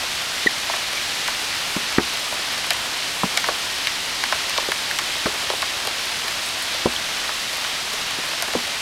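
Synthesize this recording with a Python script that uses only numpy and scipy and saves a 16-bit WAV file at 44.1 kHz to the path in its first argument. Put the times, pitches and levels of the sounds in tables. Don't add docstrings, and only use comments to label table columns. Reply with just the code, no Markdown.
import sys
import numpy as np
from scipy import signal
from scipy.fft import rfft, irfft, next_fast_len
from scipy.io import wavfile
from scipy.ndimage import map_coordinates

SR = 44100
rng = np.random.default_rng(int(sys.argv[2]) if len(sys.argv) > 2 else 0)


def persist_wave(psi):
    counts = np.round(np.clip(psi, -1, 1) * 32767).astype(np.int16)
    wavfile.write(sys.argv[1], SR, np.atleast_2d(counts).T)


N = 388521

# freq_hz, relative_db
MURMUR_EQ = [(15, -62), (25, -49), (59, -8), (147, -9), (202, -11), (232, -7), (312, -8), (391, -7),
             (426, -8.5), (694, -2), (1490, -0.5), (1600, -1.5), (2080, -11.5), (3520, -120)]
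HISS_EQ = [(700, -13), (1300, -13.5), (1800, -1), (3000, 1), (4200, -0.5), (5300, -3.5), (6500, -9),
           (9000, -29), (15000, -47)]
SPRAY_EQ = [(3500, -12), (6000, -2.5), (7500, 0), (9500, -2.5), (12000, -7), (14000, -13), (15800, -19)]
def canopy(murmur_db=-33.5, hiss_db=-26, spray_db=-35, swell_db=0.18, easing_db_per_s=0.1028):
    rainfall_db = swell_db * wobble(1) - easing_db_per_s * np.arange(N) / SR
    murmur = amp(murmur_db + 0.49 * wobble(9)) * shower(MURMUR_EQ, 250, spread_db=1, grain_db=-7.5)
    hiss = amp(hiss_db + 0.45 * wobble(7)) * shower(HISS_EQ, 1100, spread_db=4.5, grain_db=-9)
    spray = amp(spray_db + 0.41 * wobble(15)) * shower(SPRAY_EQ, 760, spread_db=4.5, grain_db=-6)
    return amp(rainfall_db) * (murmur + hiss + spray)


def shower(eq, drops_per_s, spread_db, grain_db):
    wash = rng.standard_normal(N)
    clicks = (rng.random(N) < drops_per_s / SR) * rng.choice([-1, 1], N)
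    sizes = amp(spread_db * np.minimum(rng.standard_normal(N), 2))
    grain = amp(grain_db) * unit(clicks * sizes)
    return unit(filtered(wash + grain, lambda hz: amp(along(eq, hz))))


# start_s, spray_db, crack_db, slap_db, slap_pitch_hz, slap_delay_s
PLANK_HITS = [(.6925, -42, -28, -19.5, 1010, 0.0061), (0.733, -42, -32, -21, 1220, 0.0051),
              (1.278, -25, -20, -19, 1250, 0.005), (2.64, -38, -29, -23.5, 1670, 0.003),
              (2.7057, -19.5, -12.5, -15.5, 1510, 0.0031), (2.7332, -25, -31, -26, 1600, 0.011),
              (3.3736, -19, -12, -19, 1500, 0.0016), (3.441, -41, -21, -17.5, 1480, 0),
              (3.4843, -33, -27, -13.5, 880, 0.0028), (3.8711, -26, -13, -21, 1980, 0.00098),
              (4.238, -28, -16.5, -19, 1490, 0), (4.323, -33, -18.5, -14, 1440, 0.0023),
              (4.4955, -27, -22, -25, 1490, .0097), (4.578, -41, -14.5, -15.5, 790, .005),
              (4.718, -27, -17, -17.5, 1470, .0014), (4.9127, -30, -25, -28, 1710, 0),
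              (4.9877, -23, -16.5, -19.5, 1360, .0033), (5.2661, -41, -23, -23, 710, 0.000033),
              (5.5011, -38, -19.5, -16, 795, 0), (5.536, -42, -35, -23, 790, 0),
              (5.6203, -28, -18, -18.5, 1280, 0.0064), (5.8717, -25, -18, -20.5, 845, 0.0016),
              (6.2812, -30, -20, -38, 1700, 0.034), (7.2913, -40, -34, -20.5, 1000, 0.00042),
              (7.6422, -38, -23, -22.5, 1380, .0054), (8.4233, -20, -21, -21, 1200, .0021)]
def planks():
    out = np.zeros(N)
    for start_s, *drop in PLANK_HITS:
        add(out, start_s, tap(*drop))
    return out


def tap(spray_db, crack_db, slap_db, slap_hz, slap_delay_s):
    t = np.arange(SR // 10) / SR
    hit = amp(spray_db) * burst(4100, 12400, t60=0.011, tail_db=-26, tail_t60=0.05)
    hit += amp(crack_db) * burst(1920, 4870, t60=0.014, tail_db=-21, tail_t60=0.082)
    knock = band(np.sin(2 * np.pi * slap_hz * t) * amp(2 - 60 * t / 0.01), 430, 3500)
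    slap = burst(slap_hz * 0.49, slap_hz * 1.51, t60=0.02, tail_db=-9, tail_t60=0.061)
    add(hit, slap_delay_s, amp(slap_db) * (slap + knock))
    return hit


# pitch_hz, relative_db, t60_s
CASE_MODES = [(184, 4, 0.069), (239, -4.5, 0.15), (349, 0, 0.094), (426, 0.5, 0.1), (530, -4, 0.043),
              (795, -17, .04)]
# start_s, push_db, push_pitch_hz, push_cycles, splat_db, splat_pitch_hz, ring_db, ring_pitch_hz
CASE_HITS = [(.463, -11, 340, 0.81, -24, 900, -26, 318), (1.767, -13.5, 236, 0.64, -41, 900, -27, 240),
             (1.985, -2, 290, 0.61, -9.5, 1310, -10.5, 322), (3.235, -9, 714, 0.51, -14.5, 950, -14.5, 170),
             (4.689, -15.5, 435, 0.79, -24, 700, -28, 410), (5.26, -14.5, 231, 0.45, -15, 1160, -17, 397),
             (6.859, -2, 346, 0.25, -9.5, 650, -12.5, 288), (8.188, -23, 300, 1, -36, 900, -32, 320),
             (8.5524, -12, 480, 2.1, -20, 685, -16.5, 243)]
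def thuds(sway_hz=65, sway_vs_splat_db=-23, sway_t60=0.3):
    out, t = np.zeros(N), np.arange(SR // 4) / SR
    lead_s = 0.01
    for start_s, push_db, push_hz, push_cycles, splat_db, splat_hz, ring_db, ring_hz in CASE_HITS:
        cycles = push_hz * (t - lead_s)
        swing = np.exp(-(cycles / np.where(cycles < 0, 0.49, push_cycles)) ** 2)
        splat = burst(splat_hz * 0.47, splat_hz * 1.38, t60=0.015, tail_db=-7, tail_t60=0.083)
        ring = np.zeros(len(t))
        for hz, db, t60 in CASE_MODES:
            mode_db = db - 18 * abs(np.log2(hz / ring_hz))
            ring += amp(mode_db - 60 * t / t60) * np.sin(2 * np.pi * (hz * t + rng.random()))
        rattle = amp(-3.5) * burst(170, 800, t60=0.08, tail_db=-14, tail_t60=0.11)
        sway = amp(sway_vs_splat_db - 60 * t / sway_t60) * np.sin(2 * np.pi * sway_hz * t)
        add(out, start_s - lead_s, amp(push_db) * swing * np.sin(2 * np.pi * cycles))
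        add(out, start_s - 0.001, amp(splat_db) * splat)
        add(out, start_s + 0.002, amp(ring_db) * ring * (1 - np.exp(-t / 0.002)))
        add(out, start_s + 0.00284, amp(ring_db) * rattle)
        add(out, start_s, amp(splat_db) * sway)
    return out


# peak_s, level_db, pitch_hz, half_width_s
BLIPS = [(0.474, -4.5, 1900, 0.0049), (0.98, -25, 2300, 0.01), (4.913, -11.5, 1750, 0.0012),
         (6.964, -12, 3300, .001)]
def blips():
    out, t = np.zeros(N), np.arange(-SR // 30, SR // 30) / SR
    for peak_s, level_db, pitch_hz, half_width_s in BLIPS:
        glide_hz = pitch_hz * (1 - 0.065 * np.tanh(t / half_width_s))
        phase = 2 * np.pi * np.cumsum(glide_hz) / SR
        tone = np.sin(phase) + amp(-17) * np.sin(2 * phase)
        add(out, peak_s + t[0], amp(level_db) * np.exp(-(t / half_width_s) ** 2) * tone)
    return out


# peak_s, level_db, half_width_s
LEAF_HITS = [(1.42, -37, .04), (2.196, -31, .004), (2.52, -41, .006), (4.66, -42, .025), (6.46, -37, .05),
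             (6.628, -35, 0.027), (8.26, -34, .008)]
def spatters():
    t = np.arange(N) / SR
    swell = sum(amp(db) * np.exp(-((t - peak_s) / half_s) ** 2) for peak_s, db, half_s in LEAF_HITS)
    bright_eq = [(4000, -23), (8000, 7), (13000, -4), (15800, -13)]
    return swell * shower(bright_eq, drops_per_s=1200, spread_db=21, grain_db=0)


def patter(count=110, level_db=-32.5, spread_db=2.5, pitch_hz=950):
    out = np.zeros(N)
    starts_s = rng.uniform(0, N / SR, count)
    for start_s, (size, wetness, detune) in zip(starts_s, rng.standard_normal((count, 3))):
        hit_db = level_db + spread_db * size
        spray_db = hit_db - 4.5 + 2.2 * wetness
        slap_hz = pitch_hz * np.exp(0.3 * detune)
        add(out, start_s, tap(spray_db, hit_db, hit_db, slap_hz, slap_delay_s=0.00198))
    return out


# freq_hz, t60_s
FOREST_DECAY = [(200, 0.14), (1500, 0.15), (10000, 0.04)]
def forest(x):
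    hz, t, noise = signal.stft(rng.standard_normal(SR // 2), SR, nperseg=256)
    decay = amp(-60 * t / along(FOREST_DECAY, hz)[:, None])
    _, tail = signal.istft(noise * decay, SR, nperseg=256)
    return signal.fftconvolve(x, tail / np.linalg.norm(tail))[:N]


def burst(low_hz, high_hz, t60, tail_db, tail_t60):
    t = np.arange(SR // 10) / SR
    fade = amp(-60 * t / t60) + amp(tail_db - 60 * t / tail_t60)
    splash = band(rng.choice([-1, 1], len(t)) * fade, low_hz, high_hz)
    return splash / np.linalg.norm(splash) * np.sqrt(0.003 * SR)


def amp(db):
    return 10 ** (np.asarray(db) / 20)


def unit(x):
    return x / np.sqrt(np.mean(x ** 2) + 1e-20)


def along(points, hz):
    freqs, values = np.transpose(points)
    return np.interp(np.log(hz + 1), np.log(freqs + 1), values)


def wobble(knots_per_s):
    knots = rng.standard_normal(int(N * knots_per_s / SR) + 4)
    return map_coordinates(knots, [np.arange(N) * knots_per_s / SR])


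def filtered(x, response):
    size = next_fast_len(N + SR // 2)
    return irfft(rfft(x, size) * response(np.fft.rfftfreq(size, 1 / SR)), size)[:N]


def band(x, low_hz, high_hz):
    edges = np.clip([low_hz, high_hz], 1, SR / 2 - 1)
    return signal.lfilter(*signal.butter(3, edges, "bandpass", fs=SR), x)


def add(track, start_s, sound):
    part = track[max(0, round(start_s * SR)):][:len(sound)]
    part += sound[:len(part)]


def scene(reverb_db=-12.5):
    drips = planks() + patter()
    mono = canopy() + spatters() + drips + amp(reverb_db) * forest(drips) + thuds() + blips()
    return np.array([mono, mono])


def limiter(x, ceiling_db, release_s):
    window = np.hanning(SR // 300)
    smooth = lambda v: np.convolve(v, window / window.sum())[:N]
    level_db = 10 * np.log10(smooth(x * x) + 1e-12)
    over_db = np.maximum(level_db - ceiling_db, 1e-9)
    recovery = np.arange(N) / SR / release_s
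    duck_db = np.exp(np.maximum.accumulate(np.log(over_db) + recovery) - recovery)
    return x * amp(-smooth(duck_db))


def record(dry, top_hz=15850):
    limited = limiter(dry.mean(axis=0), ceiling_db=-11, release_s=0.019)
    mono = filtered(np.clip(limited, -1, 1), lambda hz: hz < top_hz)
    return np.array([mono, mono])


dry = scene()
out = record(dry)
persist_wave(out)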